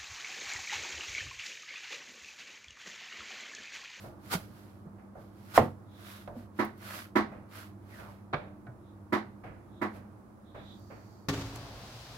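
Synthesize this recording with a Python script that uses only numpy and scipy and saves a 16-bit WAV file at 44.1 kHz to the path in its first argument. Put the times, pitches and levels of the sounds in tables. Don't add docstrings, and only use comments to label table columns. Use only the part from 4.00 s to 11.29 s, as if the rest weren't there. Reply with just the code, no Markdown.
import sys
import numpy as np
from scipy import signal
from scipy.fft import rfft, irfft, next_fast_len
from scipy.io import wavfile
from scipy.ndimage import map_coordinates

SR = 44100
rng = np.random.default_rng(int(sys.argv[2]) if len(sys.argv) > 2 else 0)


def pcm_store(signal):
    levels = np.round(np.clip(np.atleast_2d(signal), -1, 1) * 32767)
    wavfile.write(sys.argv[1], SR, levels.astype(np.int16).T)


N = 321296
TIME_S = np.arange(N) / SR
TAIL_S = np.arange(SR // 2) / SR


def amp(db):
    return 10 ** (np.asarray(db) / 20)


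def unit(x):
    return x / np.sqrt(np.mean(x ** 2) + 1e-20)


def along(points, hz):
    f, value = np.transpose(points)
    return np.interp(np.log(hz + 1), np.log(f + 1), value)


def filtered(x, response):
    size = x.shape[-1]
    padded = next_fast_len(size + 8192)
    return irfft(rfft(x, padded) * response(np.fft.rfftfreq(padded, 1 / SR)), padded)[..., :size]


def noise(size=N):
    return rng.standard_normal((2, size))


def wobble(rate_hz):
    coarse_s = TIME_S[::16]
    knots = rng.standard_normal(int(N * rate_hz / SR) + 4)
    return np.interp(TIME_S, coarse_s, map_coordinates(knots, [coarse_s * rate_hz]))


def swell(t, width_s, shape=2):
    return np.exp(-.5 * np.minimum(abs((TIME_S - t) / width_s), 10) ** shape)


def onset(attack_s):
    return 1 - np.exp(-TAIL_S / attack_s)


def mode(hz, db, t60_s, attack_s=0.0011, phase=0):
    envelope = onset(attack_s) * np.exp(-np.log(1000) * TAIL_S / t60_s)
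    return amp(db) * envelope * np.sin(2 * np.pi * hz * TAIL_S + phase)


def add(track, t, sound):
    span = track[:, round(t * SR):][:, :sound.shape[-1]]
    span += sound[..., :span.shape[-1]]


# f/Hz, correlation
COHERENCE = [(30, .5), (100, 0.95), (300, 0.58), (700, .5), (1500, -0.15), (4000, 0)]
def coloured(pair, spectrum):
    def response(hz):
        angle = np.arccos(np.clip(along(COHERENCE, hz), -1, 1)) / 2
        return amp(along(spectrum, hz)) * [np.cos(angle), np.sin(angle)]
    mid, side = filtered(pair, response)
    return unit(np.array([mid + side, mid - side]))


def grains(spectrum, per_s):
    return coloured(noise() * (rng.random((2, N)) < per_s / SR), spectrum)


# f/Hz, t60/s
ROOM_DECAY = [(100, 0.62), (500, 0.28), (1500, 0.3), (5000, 0.25), (15000, 0.14)]
def wash(spectrum, t60_scale):
    hz, t, bands = signal.stft(coloured(noise(len(TAIL_S)), spectrum), SR, nperseg=256)
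    fade_db = -60 * t / (t60_scale * along(ROOM_DECAY, hz)[:, None])
    return signal.istft(bands * amp(fade_db), SR, nperseg=256)[1][:, :len(TAIL_S)]


def ring(modes, t60_scale, apart_hz):
    out = np.zeros((2, len(TAIL_S)))
    for hz, db in modes:
        phase = rng.uniform(0, 2 * np.pi) + np.array([[1], [-1]]) * hz / apart_hz * rng.normal(.22, .34)
        out += mode(hz, db, t60_scale * along(ROOM_DECAY, hz), attack_s=0.0012, phase=phase)
    return out


# f/Hz, level/dB
HUM_PARTIALS = [(99, -57), (198, -59), (301, -65.5), (345, -67.5)]
# t/s, width/s, level/dB
HUM_DIPS = [(6.336, 0.075, -23), (7.224, 0.12, -7)]
# f/Hz, level/dB
RUSH_SPECTRUM = [(25, -23.5), (55, -6.5), (110, 5.5), (160, -8.5), (210, 4.5), (260, -6), (330, -2.5),
                 (420, -10.5), (650, -11.5), (1200, -15), (2000, -30), (3000, -39.5), (6000, -40.5),
                 (9000, -41.5), (10500, -38), (12000, -41.5), (15500, -44)]
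def humming():
    hum = np.zeros(N)
    for hz, db in HUM_PARTIALS:
        peak = np.sqrt(2) * amp(db + 2 * wobble(6.2))
        hum += peak * np.sin(2 * np.pi * hz * TIME_S + 0.59 * wobble(10))
    dips_db = sum(db * swell(t, width_s) for t, width_s, db in HUM_DIPS)
    rush = amp(-53.5 + .7 * wobble(3)) * coloured(noise(), RUSH_SPECTRUM)
    return amp(.5 + dips_db) * hum + rush


# t/s, rise/s, fall/s, level/dB
HISS_SWELLS = [(.02, 0.066, 0.053, -62), (.6, 0.12, 0.11, -69), (1.22, 0.029, 0.057, -73),
               (1.47, 0.084, 0.046, -69.5), (2.1, 0.07, 0.081, -57.5), (2.39, 0.025, 0.037, -67.5),
               (2.6, 0.023, 0.057, -63), (2.882, 0.0448, 0.044, -56), (2.974, 0.06, 0.045, -50.5),
               (3.568, 0.029, 0.058, -56), (3.97, 0.057, 0.1, -64), (5.97, .035, 0.024, -69)]
# f/Hz, level/dB
HISS_SPECTRUM = [(1500, -23), (3000, -1), (4500, 2.5), (6500, -3), (8800, -5), (10500, 0), (12300, 1),
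                 (15500, -6.5)]
# f/Hz, level/dB
BODY_SPECTRUM = [(300, -18.5), (500, -10), (630, -3.5), (820, -12.5), (1150, -3.5), (1490, -2),
                 (1750, -6.5), (2130, -8), (3000, -12.5), (6000, -28)]
# t/s, level/dB
BODY_GROWTH = [(0, 1), (3, 5)]
def hissing():
    swells = [amp(db) * swell(t, np.where(TIME_S < t, rise_s, fall_s), shape=1.7)
              for t, rise_s, fall_s, db in HISS_SWELLS]
    slides = [amp(db - 27.5) * swell(t + 0.011, width_s=0.066) for t, _, _, db in CRUNCHES]
    envelope = np.linalg.norm(swells + slides, axis=0)
    flicker = amp(.8 * wobble(41))
    hiss = amp(2.5) * grains(HISS_SPECTRUM, per_s=16000)
    growth_db = np.interp(TIME_S, *np.transpose(BODY_GROWTH))
    body = amp(2 + growth_db) * grains(BODY_SPECTRUM, per_s=2200)
    return envelope * flicker * (hiss + body)


# t/s, level/dB, relative edge level/dB
BUMPS = [(.036, -45.5, -23), (.98, -57, -8.5), (1.15, -46.5, -27), (3.315, -45.5, -11.5), (3.985, -46, -8),
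         (5.435, -44.5, -7), (5.94, -50.5, -10), (6.544, -44.5, -9), (6.9, -48, -6.5)]
# f/Hz, level/dB
BUMP_SPECTRUM = [(100, -2.5), (350, -9.5), (620, 0.5), (1000, -11), (1500, -15), (3000, -45)]
# f/Hz, level/dB
EDGE_SPECTRUM = [(100, -37), (700, -1.5), (1500, 4.5), (2400, -1), (3200, -13.5), (6000, -28), (15000, -54)]
def bumping():
    out = np.zeros((2, N))
    for t, db, edge_db in BUMPS:
        dull = wash(BUMP_SPECTRUM, t60_scale=1.7)
        edge = amp(edge_db) * wash(EDGE_SPECTRUM, t60_scale=2)
        add(out, t, amp(db + 0.5) * onset(0.0042) * (dull + edge))
    return out


# t/s, rise/s, fall/s, level/dB
CRUNCHES = [(0.338, 0.016, 0.022, -28.5), (1.57, 0.015, 0.019, -30.5)]
# f/Hz, level/dB
FLESH_SPECTRUM = [(40, -46), (300, -4.5), (550, -10), (750, -4.5), (1000, -1.5), (1450, 3.5), (1700, -6.5),
                  (2050, -7), (2600, -9), (4600, -10.5), (6800, -15), (9000, -15), (12500, -12.5),
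                  (15500, -20.5)]
def crunching():
    push = np.zeros(N)
    for t, rise_s, fall_s, db in CRUNCHES:
        fall = np.exp(-abs((TIME_S - t) / fall_s) ** 1.3)
        push += amp(db) * np.where(TIME_S < t, swell(t, rise_s), fall)
    return push * amp(.5 * wobble(400)) * grains(FLESH_SPECTRUM, per_s=16000)


# t/s, f/Hz, level/dB, t60/s
THUMPS = [(0.35, 177.6, -22.5, 0.089), (.867, 166, -35.5, 0.075), (2.366, 237, -35, 0.19),
          (4.685, 121, -38, 0.27)]
def thumping():
    skin_lead_s = 0.011
    out = np.zeros((2, N))
    for t, hz, db, t60_s in THUMPS:
        skin = mode(2.2 * hz, db - 7, t60_s=0.043)
        room = amp(db - 20.5) * onset(.003) * wash(BUMP_SPECTRUM, t60_scale=1.32)
        add(out, t - skin_lead_s, skin + room)
        add(out, t, mode(hz, db, t60_s))
    return out


# t/s, level/dB
BLOWS = [(1.5776, 1), (1.5852, -10), (1.591, -15)]
# f/Hz, level/dB, t60/s
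CONTACT_MODES = [(724, 5, 0.017), (980, 7.5, 0.0082), (1860, -3, 0.0088)]
# f/Hz, level/dB
BOARD_MODES = [(96, -5), (142, -3), (226, -2), (336, -10), (495, 0), (538, -1), (643, -5), (707, -5),
               (742, -6), (769, -6), (882, -9), (1038, -13), (1125, -13), (1192, -11), (1281, -15),
               (1386, -18), (1870, -18), (1948, -15)]
# f/Hz, level/dB
BOARD_SPECTRUM = [(50, -24), (130, -7), (350, -2), (520, -0.5), (780, -1), (1150, -11), (1400, -14),
                  (2000, -20), (2800, -25.5), (6000, -41), (15000, -46.5)]
def breakthrough():
    out = np.zeros((2, N))
    contact = -sum(mode(hz, db, t60_s, attack_s=0.0015) for hz, db, t60_s in CONTACT_MODES)
    for t, db in BLOWS:
        add(out, t, amp(db) * contact)
    hit_s, boom_lag_s = BLOWS[0][0], .0115
    board = amp(-24) * ring(BOARD_MODES, t60_scale=.9, apart_hz=3000)
    room = amp(-18.5) * wash(BOARD_SPECTRUM, t60_scale=.9)
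    damping = np.exp(-(TAIL_S / 0.18) ** 2)
    add(out, hit_s, onset(0.003) * damping * (board + room))
    boom = mode(hz=127, db=-20, t60_s=.13) + mode(hz=84, db=-33.5, t60_s=.28)
    add(out, hit_s + boom_lag_s, boom)
    return out


# t/s, width/s, level/dB
CHIRPS = [(1.95, .045, -70.5), (2.11, 0.077, -62), (4.891, .044, -77.5), (5.785, 0.053, -73),
          (6.497, .032, -71.5), (6.594, 0.027, -64.5), (6.704, 0.046, -59)]
# f/Hz, level/dB
SHEEN_SPECTRUM = [(2500, -20), (4200, -8), (4600, 2), (5000, -7), (5800, -6), (7500, -11), (9000, -20),
                  (12000, -17), (13800, -11), (15500, -19)]
def chirping():
    centre_hz, half_band_hz = 3640, 390
    rasp = unit(filtered(noise(), lambda hz: 1 / (1 + abs((hz - centre_hz) / half_band_hz) ** 3)))
    envelope = sum(amp(db) * swell(t, width_s) for t, width_s, db in CHIRPS)
    sheen = amp(-69.5) * swell(t=6.94, width_s=0.3, shape=5) * coloured(noise(), SHEEN_SPECTRUM)
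    return envelope * rasp + sheen


# t/s, level/dB, centre f/Hz
TAPS = [(2.2756, -36, 690), (4.3288, -31.5, 540), (4.667, -46, 1570)]
# f/Hz, level/dB
CORER_MODES = [(148, 0), (344, -8), (403, -10), (500, -8), (581, 0), (715, -4), (915, -14), (942, -12),
               (1028, -7), (1197, -9), (1340, -8), (1477, -3), (1628, -10), (1798, -14), (1911, -16),
               (2258, -11)]
# f/Hz, level/dB
CORER_SPECTRUM = [(40, -37), (150, -7), (400, -0.5), (650, 2), (1000, -2), (1500, -3), (1900, -9.5),
                  (2400, -7.5), (2900, -19), (3700, -15), (5000, -29.5), (7000, -44), (15000, -72)]
def tapping():
    reach_octaves = .4
    out = np.zeros((2, N))
    for t, db, centre_hz in TAPS:
        excited = [(hz, mode_db - 10 * np.log10(1 + (np.log2(hz / centre_hz) / reach_octaves) ** 4))
                   for hz, mode_db in CORER_MODES]
        click = amp(-1) * wash(CORER_SPECTRUM, t60_scale=0.099)
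        tube = amp(-2) * ring(excited, t60_scale=0.49, apart_hz=1520)
        room = amp(-8.5) * wash(BUMP_SPECTRUM, t60_scale=1.9)
        add(out, t, amp(db) * onset(0.0013) * (click + tube + room))
    return out


# t/s, level/dB, fizz trim/dB
KNOCKS = [(2.588, -3, -1.5), (3.154, 1.5, -1), (5.123, -1.5, -0.5), (5.814, -5.5, -5.5)]
# f/Hz, level/dB
KNOCK_MODES = [(215, 0), (255, -9), (296, -2), (333, 1), (352, -4), (376, -7), (635, -4), (707, -12),
               (772, -10), (850, -7), (917, -9), (987, -5), (1098, -5), (1192, -9), (1238, -13),
               (1318, -15), (1386, -15), (1456, -16), (1515, -10), (1547, -13), (1601, -15), (1698, -10),
               (1736, -13), (1765, -10), (1913, -17), (1978, -16), (2034, -15), (2172, -15)]
# f/Hz, level/dB
KNOCK_SPECTRUM = [(50, -25), (130, -6), (175, -14), (220, -1), (270, -9), (350, 2), (500, -9.5),
                  (650, -5.5), (1100, -3.5), (1400, -9), (2050, -9), (2600, -23.5), (4000, -40)]
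# f/Hz, level/dB
FIZZ_SPECTRUM = [(1500, 6.5), (2500, -1), (4000, 2), (6000, -8.5), (8800, -20.5), (11500, -12),
                 (15500, -22.5)]
def knocking():
    hold_s, tail_share = 0.079, .3
    body = amp(-30) * ring(KNOCK_MODES, t60_scale=1, apart_hz=810)
    room = amp(-26.5) * wash(KNOCK_SPECTRUM, t60_scale=1.38)
    release = tail_share + (1 - tail_share) * np.exp(-(TAIL_S / hold_s) ** 2)
    envelope = amp(3.5) * onset(0.0053) * release
    out = np.zeros((2, N))
    for t, db, fizz_db in KNOCKS:
        fizz = amp(fizz_db - 36) * onset(.006) * wash(FIZZ_SPECTRUM, t60_scale=1.38)
        variation = amp(-35.5) * wash(KNOCK_SPECTRUM, t60_scale=0.8)
        add(out, t, amp(db) * envelope * (body + room + fizz + variation))
    return out


# t/s, level/dB
TICKS = [(2.649, -42.5), (2.779, -55), (6.795, -62)]
# f/Hz, level/dB
TICK_SPECTRUM = [(5000, -30), (9000, -9), (14000, 0)]
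def ticking():
    out = np.zeros((2, N))
    for t, db in TICKS:
        add(out, t, amp(db) * wash(TICK_SPECTRUM, t60_scale=.2))
    return out


def sucking():
    mid_s, width_s = 4.025, 0.096
    mid_hz, sink_octaves_per_s, flutter_hz = 1330, 6.5, 240
    bore_hz = mid_hz * 2 ** (-sink_octaves_per_s * np.clip(TIME_S - mid_s, -2 * width_s, 2 * width_s))
    tone = np.sin(2 * np.pi * np.cumsum(bore_hz) / SR)
    flutter = unit(filtered(noise(), lambda hz: np.exp(-.5 * (hz / flutter_hz) ** 2)))
    pull = amp(-52.5 + 2.1 * wobble(110)) * swell(mid_s, width_s, shape=5.8)
    return pull * flutter * tone


# t/s, level/dB
CLACKS = [(4.3335, 0.5), (4.3414, -0.5)]
def clacking():
    out = np.zeros((2, N))
    for t, db in CLACKS:
        crack = amp(-26) * wash(CORER_SPECTRUM, t60_scale=0.18)
        room = amp(-41) * wash(CORER_SPECTRUM, t60_scale=1.47)
        tube = amp(-31.5) * ring(CORER_MODES, t60_scale=0.34, apart_hz=1500)
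        add(out, t, amp(db) * onset(0.0007) * (crack + room + tube))
    return out


# f/Hz, left minus right level/dB
BALANCE = [(30, 1), (100, -2), (600, -2), (1100, -3), (2000, -6), (5000, -3), (9000, 0), (14000, -1.5)]
def scene():
    near = hissing() + sucking() + crunching() + breakthrough() + thumping() + clacking() + tapping()
    kitchen = knocking() + bumping() + ticking() + chirping() + humming()
    return filtered(near + kitchen, lambda hz: amp(along(BALANCE, hz) * np.array([[.5], [-.5]])))


def record(dry):
    low_hz, top_hz = 38, 15850
    rounded = dry / (1 + dry ** 8) ** (1 / 8)
    return filtered(rounded, lambda hz: (hz < top_hz) * hz ** 2 / np.sqrt(hz ** 4 + low_hz ** 4))


dry = scene()
out = record(dry)
pcm_store(out)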